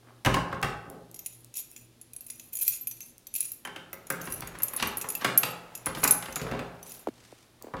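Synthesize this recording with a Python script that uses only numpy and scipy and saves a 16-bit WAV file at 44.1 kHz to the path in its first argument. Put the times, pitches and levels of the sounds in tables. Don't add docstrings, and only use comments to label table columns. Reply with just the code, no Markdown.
import sys
import numpy as np
from scipy import signal
from scipy.fft import rfft, irfft
from scipy.io import wavfile
from scipy.ndimage import uniform_filter1d

SR = 44100
rng = np.random.default_rng(int(sys.argv[2]) if len(sys.argv) > 2 else 0)


def to_wav(sig):
    pcm = np.clip(np.atleast_2d(sig), -1, 1) * 32767
    pcm = np.round(pcm).astype(np.int16)
    wavfile.write(sys.argv[1], SR, pcm.T)


N = 343980
TOP_HZ = 15850
ORDINARY_DB = -30

# (pitch_hz [Hz], level_db [dB])
CLOTH_COLOUR = [(30, -5.5), (60, -3), (140, -3), (300, 3.5), (700, 0.5), (1500, -5), (2600, -7.5),
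                (4500, -17.5), (9000, -22), (16000, -24)]


def undb(db):
    return 10 ** (np.asarray(db) / 20)


def seconds(length):
    return np.arange(int(length * SR)) / SR


def add(track, start, sound):
    i = int(np.clip(start * SR, 0, len(track)))
    track[i:i + len(sound)] += sound[:len(track) - i]


def unit(x):
    return x / np.sqrt(np.mean(x ** 2))


def crest(x):
    return x / np.sqrt(uniform_filter1d(x ** 2, size=220, mode="constant").max())


def along(hz, points):
    f, value = np.transpose(points)
    return np.interp(np.log(np.maximum(hz, 1)), np.log(f), value)


def colour(x, points):
    gain = undb(along(np.fft.rfftfreq(len(x), 1 / SR), points))
    return irfft(rfft(x) * gain, len(x))


def band(x, lo, hi):
    return signal.sosfilt(signal.butter(2, [lo, hi], "bandpass", fs=SR, output="sos"), x)


def air(waver_hz=7, waver=1.0):
    # (pitch_hz [Hz], level_db [dB, relative])
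    air_colour = [(15, -41), (25, -4), (123, -2.5), (190, -4), (363, -5), (887, -15), (1020, -15.5),
                  (1520, -18.5), (3820, -17), (7920, -23.5), (10400, -20), (16000, -29.5)]
    # (pitch_hz [Hz], level_db [dB, mean amplitude])
    hum = [(119, -65), (242.2, -71), (333.8, -74)]
    air_db = -62.5
    out = undb(air_db) * unit(colour(rng.standard_normal(N), air_colour))
    slow = signal.butter(2, waver_hz, fs=SR, output="sos")
    for hz, db in hum:
        drift = unit(signal.sosfilt(slow, rng.standard_normal(N)))
        tone = np.sin(2 * np.pi * hz * np.arange(N) / SR)
        out = out + undb(db) * (1 + waver * drift) * tone
    return out


def friction(length, grain_db, grain_s):
    grip, noise = rng.standard_normal((2, max(length, SR)))
    grip = unit(uniform_filter1d(grip, max(int(grain_s * SR), 1)))
    return (noise * undb(grain_db * grip))[:length]


def scrapes(spread=2.49):
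    # (start_s [s], end_s [s], level_db [dB rms before the swell], centre_hz [Hz])
    strokes = [(0.0, 0.143, -59, 543), (0.513, 0.56, -41.5, 1170), (0.842, 1.006, -47, 229),
               (2.577, 2.757, -51.5, 6100), (3.323, 3.495, -58, 3680), (6.41, 6.502, -40.5, 230),
               (4.269, 4.558, -48.5, 61.6), (4.768, 4.838, -37, 1700), (4.807, 4.887, -38, 79.7),
               (5.195, 5.29, -39, 1397), (5.851, 5.908, -43, 1530), (6.4, 6.65, -40, 594),
               (6.814, 7.014, -55, 5550), (7.102, 7.483, -61, 3340), (7.599, 7.738, -53.5, 416),
               (7.729, 7.826, -53, 1110)]
    out = np.zeros(N)
    for start, end, db, hz in strokes:
        swell = np.sin(np.linspace(0, np.pi, len(seconds(max(end - start, .01)))))
        rub = friction(len(swell), grain_db=5.5, grain_s=.006)
        stroke = band(rub, hz / spread, min(hz * spread, SR / 2 - 1))
        add(out, start, undb(db) * unit(stroke) * swell)
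    return out


def hall(x, wet_db, gap_s=0.00082, build_s=0.0052):
    # (pitch_hz [Hz], t60_s [s])
    hall_t60 = [(100, 0.62), (300, 0.71), (800, 0.93), (2000, 0.5), (5000, 0.47), (14000, 0.27)]
    # (pitch_hz [Hz], level_db [dB before build-up and wet level], t60_s [s])
    hall_modes = [(124.1, -61, 0.89), (173.1, -55.5, 1.33), (256, -72, 0.58), (533.5, -61.5, 1),
                  (404, -57, 1.1)]
    t = seconds(1.5)
    edges = np.geomspace(30, 17000, 12)
    tail = np.zeros(len(t))
    for lo, hi in zip(edges, edges[1:]):
        t60 = along(np.sqrt(lo * hi), hall_t60)
        tail += band(rng.standard_normal(len(t)), lo, hi) * undb(-60 * t / t60)
    tail = tail / np.sqrt(np.sum(tail ** 2))
    waves = np.zeros(len(t))
    for hz, db, t60 in hall_modes:
        waves += undb(db - 60 * t / t60) * np.sin(2 * np.pi * (hz * t + rng.random()))
    build_up = 1 - np.exp(-np.maximum(t - gap_s, 0) / build_s)
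    return undb(wet_db) * signal.fftconvolve(x, (tail + waves) * build_up)[:N]


def door_body(x):
    # (pitch_hz [Hz], level_db [dB])
    knock_colour = [(30, 10), (60, 6), (130, 1), (300, 2), (1200, -3), (2200, -6), (4000, -12.5),
                    (7000, -19), (16000, -24)]
    # (centre_hz [Hz], width_hz [Hz], lift_db [dB])
    door_modes = [(128, 41.7, 5.5), (531, 39, 8.5), (794, 46, 3), (1150, 320, 0), (2846, 430, 4)]
    hz = np.fft.rfftfreq(len(x), 1 / SR)
    lift_db = sum(db / (1 + (2 * (hz - centre) / width) ** 2) for centre, width, db in door_modes)
    return irfft(rfft(colour(x, knock_colour)) * undb(lift_db), len(x))


def knocks(trim_db=(-4, -2, -10, -1), t60=(.12, .08, .065, .035), rise_s=0.0012, light_hz=135, heavy_hz=45):
    # (start_s [s], strength_db [dB],
    # weight_db [dB, bass re strength], hardness_db [dB, treble re strength])
    blows = [(0.248, -20, -15, -9), (0.259, -15.5, -11, -10), (0.266, -13.5, -7, -24.5),
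             (0.341, -18, -21, -9.5), (0.363, -19, -10, -36), (0.526, -20, -12.5, -27),
             (0.627, -16.5, -17, -13.5), (0.644, -21.5, -8, -18), (3.65, -28.5, -21, -21.5),
             (3.672, -30, -20.5, -17), (3.76, -31, -14.5, -13), (3.93, -32.5, -12, -18),
             (4.102, -17.5, -18, -20.5), (4.208, -41, -10, -9), (4.272, -28.5, -13, -16.5),
             (4.42, -29, -20.5, -14.5), (4.474, -35.5, -22, -18), (4.552, -33, -39, -17.5),
             (4.6, -33, -18.5, -17), (4.732, -30.5, -19, -18), (5.041, -27.5, -15, -20),
             (4.824, -17.5, -20.5, -7.5), (5.218, -25, -19, -19), (5.245, -12, -16.5, -13.5),
             (5.432, -17.5, -16.5, -7), (5.864, -22.5, -11.5, -19), (5.948, -35.5, -6.5, -1.5),
             (5.97, -28, -6, -15.5), (6.032, -18.5, -12, -16), (6.045, -15, -18, -16),
             (6.224, -29.5, -16, -9.5), (6.257, -33.5, -21, -8), (6.282, -30, -11, -20),
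             (6.361, -23.5, -15.5, -17), (6.396, -32, -23, -14), (6.414, -32.5, 4.5, -6.5),
             (6.512, -29, -1, -14), (6.591, -32, -4, -9.5), (7.736, -25.5, -8, -27)]
    inner_edges_hz = [300, 900]
    low_mid_db, low_mid_growth = -7, 0.53
    out, t = np.zeros(N), seconds(0.33)
    for start, strength_db, bass, treble in blows:
        shiver = door_body(rng.standard_normal(len(t))) * (1 - np.exp(-t / rise_s))
        low_mid = low_mid_db + low_mid_growth * bass
        levels = strength_db + np.array([bass, low_mid, 0, treble]) + trim_db
        lowest = np.interp(bass, [-19, -11], [light_hz, heavy_hz])
        brightest = np.interp(treble, [-24, -14], [1800, 2600])
        edges = [lowest, *inner_edges_hz, brightest, TOP_HZ]
        for lo, hi, db, ring in zip(edges, edges[1:], levels, t60):
            fading = shiver * undb(-60 * t / ring)
            add(out, start, undb(db) * crest(band(band(fading, lo, hi), lo, hi)))
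    return out


def rings(events, low_t60, high_t60):
    out, t = np.zeros(N), seconds(.5)
    for start, db, hz in events:
        t60 = along(hz, [(120, low_t60), (3000, high_t60)])
        add(out, start, undb(db - 60 * t / t60) * np.sin(2 * np.pi * hz * t))
    return out


def bounces(t, gap_s=0.0042, loss_db=3.5, count=4):
    hits = np.zeros(len(t))
    hits[0] = 1
    for k, delay in enumerate(np.cumsum(rng.exponential(gap_s, count))):
        add(hits, delay, undb([-loss_db * (k + 1)]) * rng.uniform(-1, 1))
    return hits


def clink(group_db, t60, note_hz, note_db=7, scatter_db=5, detune=0.0034, stray_db=-12,
          dense_db=(-5, -8, -11, -6), dense_t60=0.023, count=8):
    # (pitch_hz [Hz], level_db [dB, relative])
    key_modes = [(2110, -14.5), (2430, -7), (2620, -5), (3240, -18), (5560, -9.5), (5940, -5.5),
                 (6300, -6.5), (6895, 0.5), (7290, -5), (8340, -8.5), (10060, -11.5), (10380, -10),
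                 (10560, -1.5), (10615, 9), (12240, -29.5), (12512, -1), (13440, 4), (13975, 7), (14300, 5),
                 (15400, -21.5)]
    group_edges_hz = [2000, 9500, 11700, 13100, 16000]
    t = seconds(.1)
    strays = [(hz, stray_db) for hz in rng.uniform(5000, 15500, count)]
    hz, db = np.transpose(key_modes + strays + [(note_hz, note_db)])
    size, shift, phase, grip = rng.standard_normal((4, len(hz)))
    damping = np.log(1000) / t60 * np.exp(0.1 * grip)
    poles = 2j * np.pi * hz * (1 + detune * shift) - damping
    weights = undb(db + scatter_db * size) * np.exp(1j * np.pi * phase)
    hits, out = bounces(t), 0
    for lo, hi, level_db, dense in zip(group_edges_hz, group_edges_hz[1:], group_db, dense_db):
        own = (hz >= lo) & (hz < hi)
        ring = (weights[own] @ np.exp(poles[own, None] * t)).imag
        noise = rng.standard_normal(len(t))
        clash = band(band(noise, lo, hi), lo, hi) * undb(-60 * t / dense_t60)
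        contact = crest(ring) + undb(dense) * crest(clash)
        out = out + undb(level_db) * crest(signal.fftconvolve(contact, hits)[:len(t)])
    return out


def strike_levels(lean_db, body_db, sparkle_db):
    pair = undb([-lean_db / 2, lean_db / 2])
    pair_db = 20 * np.log10(pair / np.hypot(*pair))
    return np.array([body_db, *pair_db, sparkle_db])


def keys(trim_db=(-1.5, -.7, -.7, -1.5), ring_t60=0.04, freedom=0.073, tick_t60=0.0069):
    # (start_s [s], peak_db [dB])
    hard_ticks = [(0.616, -33), (0.9, -28), (1.114, -35), (1.446, -35), (1.571, -17.5), (1.715, -31),
                  (3.181, -32.5), (4.102, -17), (4.407, -20.5), (6.042, -5), (7.624, -29)]
    # (start_s [s], strength_db [dB],
    # lean_db [dB: + rings the key at 12.5 kHz, - the key at 10.6 kHz], body_db [dB, low modes re strength],
    # sparkle_db [dB, topmost modes re strength], note_hz [Hz, own note of the struck key])
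    strikes = [(1.144, -42, -3, -4.5, -14, 5700), (1.191, -38.5, 9, -4, -11, 6500),
               (1.261, -30.5, -6, -5, -8, 10360), (1.541, -43.5, -6, -0.5, -13, 6900),
               (1.568, -38.5, -8, -3.5, -8, 7030), (1.763, -50, -5, 8.5, -2, 7080),
               (2.014, -43, -11, -10.5, -28, 7400), (2.134, -41.5, -4, -10, -10, 13490),
               (2.164, -35, -27, -17, -26, 5940), (2.208, -39, 9, -14, -27, 13460),
               (2.265, -42, -21, -10, -4, 13480), (2.301, -34, -18, -5.5, -10, 10250),
               (2.397, -50, -1, 8.5, 2, 14000), (2.554, -35, -16, -24, 2, 6600),
               (2.589, -32, -4, -24, -11, 13390), (2.622, -25.5, 4, -26, -8, 13600),
               (2.634, -30, 5, -24, -20, 13440), (2.679, -18.5, 8, -10.5, -1, 14200),
               (2.872, -27, 2, -13, -6, 14300), (2.912, -36.5, 9, -3.5, -8, 6100),
               (3.006, -40.5, 5, -2, -10, 6040), (3.269, -39.5, 5, -4.5, -14, 6100),
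               (3.34, -30.5, -8, -13, -17, 14100), (3.352, -29, -3, -9, -7, 14100),
               (3.361, -29.5, 5, -7, -1, 14000), (3.406, -21.5, -19, -14.5, -11, 13500),
               (3.454, -33.5, -16, -17, -18, 9900), (3.518, -31, 3, -18, -6, 13300),
               (3.65, -43, -19, 0, -7, 6980), (3.93, -41, -1, -4.5, 5, 14400),
               (4.069, -43.5, -4, -5.5, -13, 12720), (4.102, -30, -8, -7, 0, 5700),
               (4.215, -43, 5, 2.5, 2, 6260), (4.323, -29, -2, -11.5, -14, 5900),
               (4.473, -38.5, -1, -4, -9, 6700), (4.587, -41, -7, -11, -17, 6940),
               (4.621, -32, 9, -11, -21, 11700), (4.633, -18, 8, -20.5, -16, 12900),
               (4.683, -32.5, -21.5, -8, -23, 10400), (4.736, -32.5, 1, -26, -11, 13300),
               (4.764, -26, -10, -19, -10, 10280), (4.873, -29.5, 6, -22, -18, 12800),
               (4.971, -27.5, 1, -16, -7, 10370), (5.013, -33.5, -4, -1, -3, 14100),
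               (5.088, -28.5, -8, -9, -11, 12730), (5.102, -28, 0, -9, -20, 12800),
               (5.152, -26.5, 8.5, -8, -11, 13900), (5.376, -10, 7, -25, -28, 13440),
               (5.752, -34.5, 0, -3.5, -21, 7330), (5.859, -25.5, -26, -12, -10, 9920),
               (6.038, -18, -4.5, -8, -17, 10240), (6.076, -22.5, 3, -0.5, -2, 7150),
               (6.109, -10.5, -6, -17.5, -23, 14030), (6.325, -44, -6, 4, -3, 6260),
               (6.358, -30.5, -5, 1, -7, 6770), (6.829, -46, -3, -4, -4, 6140),
               (6.865, -52, -5, 4, -5, 13900), (6.919, -41, -10, -5, -3, 10270)]
    tick_db, tick_growth = -28, 0.81
    out, t = np.zeros(N), seconds(.02)
    strike_ticks = [(s, tick_db + tick_growth * (db - ORDINARY_DB)) for s, db, *_ in strikes]
    for start, peak_db in hard_ticks + strike_ticks:
        tick = band(rng.standard_normal(len(t)) * undb(-60 * t / tick_t60), 6300, 17300)
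        add(out, start, undb(peak_db) * tick / np.abs(tick).max())
    for start, strength_db, lean_db, body_db, sparkle_db, note_hz in strikes:
        t60 = ring_t60 * undb(freedom * (strength_db - ORDINARY_DB))
        group_db = strength_db + strike_levels(lean_db, body_db, sparkle_db) + trim_db
        add(out, start, clink(group_db, t60, note_hz))
    return out


def jingle(group_db=(-7, -4, -5, -7), t60=0.057, spread_db=4, level_db=-5, slide_db=-3, count=24):
    # (start_s [s], end_s [s], level_db [dB before the contact and slide trims])
    shakes = [(1.154, 1.443, -48.5), (1.55, 1.616, -32), (1.638, 1.88, -51), (2.203, 2.515, -46),
              (2.521, 2.773, -26.5), (2.776, 3.129, -45), (3.329, 3.539, -36.5), (4.203, 4.403, -37),
              (5.083, 5.245, -41), (5.935, 6.192, -36), (6.207, 6.544, -47.5), (6.831, 7.031, -42)]
    contacts_per_s, contact_growth = 140, 0.33
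    out = np.zeros(N)
    voices = []
    for _ in range(count):
        voice_db = np.array(group_db) + spread_db * rng.standard_normal(4)
        voices.append(clink(voice_db, t60, rng.uniform(5500, 14500)))
    for start, end, db in shakes:
        span = max(end - start, .02)
        rate = contacts_per_s * undb(contact_growth * (db - ORDINARY_DB))
        for place, size, voice in rng.random((64, 3))[:int(span * rate)]:
            swing = np.sin(np.pi * place) ** .5
            contact_db = db + level_db + 0.89 * spread_db * (size - 2.5)
            add(out, start + place * span, swing * undb(contact_db) * voices[int(voice * count)])
        swell = np.sin(np.linspace(0, np.pi, len(seconds(span))))
        touching = sum(voices[k] for k in rng.choice(count, size=8))
        rub = friction(len(swell), grain_db=12.5, grain_s=0.0036) * swell
        add(out, start, undb(db + slide_db) * crest(signal.fftconvolve(rub, touching)))
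    return out


def rustle(trim_db=-5):
    # (start_s [s], level_db [dB before the trim])
    scuff_levels = [(3.6, -79.5), (4.23, -44.5), (6.54, -51.5), (6.74, -51), (7.5, -63)]
    s, db = np.transpose(scuff_levels)
    scuffs = unit(colour(friction(N, grain_db=1.5, grain_s=0.0085), CLOTH_COLOUR))
    return scuffs * undb(trim_db + np.interp(np.arange(N) / SR, s, db, left=-120))


def bumps(rise_s=0.0024, glide_s=0.0026, end_hz=230, skin_db=-19):
    # (start_s [s], level_db [dB], pitch_hz [Hz, at the start])
    taps = [(7.0711, -21, 1330), (7.0849, -23, 607), (7.325, -39.5, 1080), (7.643, -35.5, 806),
            (7.669, -35.5, 1030)]
    out, t = np.zeros(N), seconds(0.046)
    swell = t / rise_s * np.exp(1 - t / rise_s)
    for start, db, hz in taps:
        pitch = end_hz + (hz - end_hz) * np.exp(-t / glide_s)
        wave = np.sin(2 * np.pi * np.cumsum(pitch) / SR)
        skin = unit(colour(rng.standard_normal(len(t)), CLOTH_COLOUR))
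        add(out, start, undb(db) * swell * (wave + undb(skin_db) * skin))
    return out


def scene():
    # (start_s [s], level_db [dB], pitch_hz [Hz])
    door_rings = [(0.264, -22.5, 123), (0.344, -20, 1070), (0.641, -26, 114.4), (3.651, -30, 3080),
                  (3.762, -34, 3035)]
    # (start_s [s], level_db [dB], pitch_hz [Hz])
    free_rings = [(2.53, -34, 14000), (2.555, -34.5, 6870), (2.611, -24, 13440), (2.726, -36, 6800),
                  (2.811, -30.5, 12240), (3.015, -37.5, 6290), (5.859, -30, 10130), (6.829, -43.5, 6010)]
    door = scrapes() + knocks() + rings(door_rings, low_t60=0.16, high_t60=0.025)
    metal = keys() + jingle() + rings(free_rings, low_t60=.5, high_t60=0.088)
    echoes = hall(metal, wet_db=-8) + hall(door, wet_db=-3.5)
    return (metal + door + echoes + rustle() + bumps() + air())[None]


def record(dry):
    return signal.sosfilt(signal.ellip(8, .2, 70, TOP_HZ, fs=SR, output="sos"), dry)


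dry = scene()
out = record(dry)
to_wav(out)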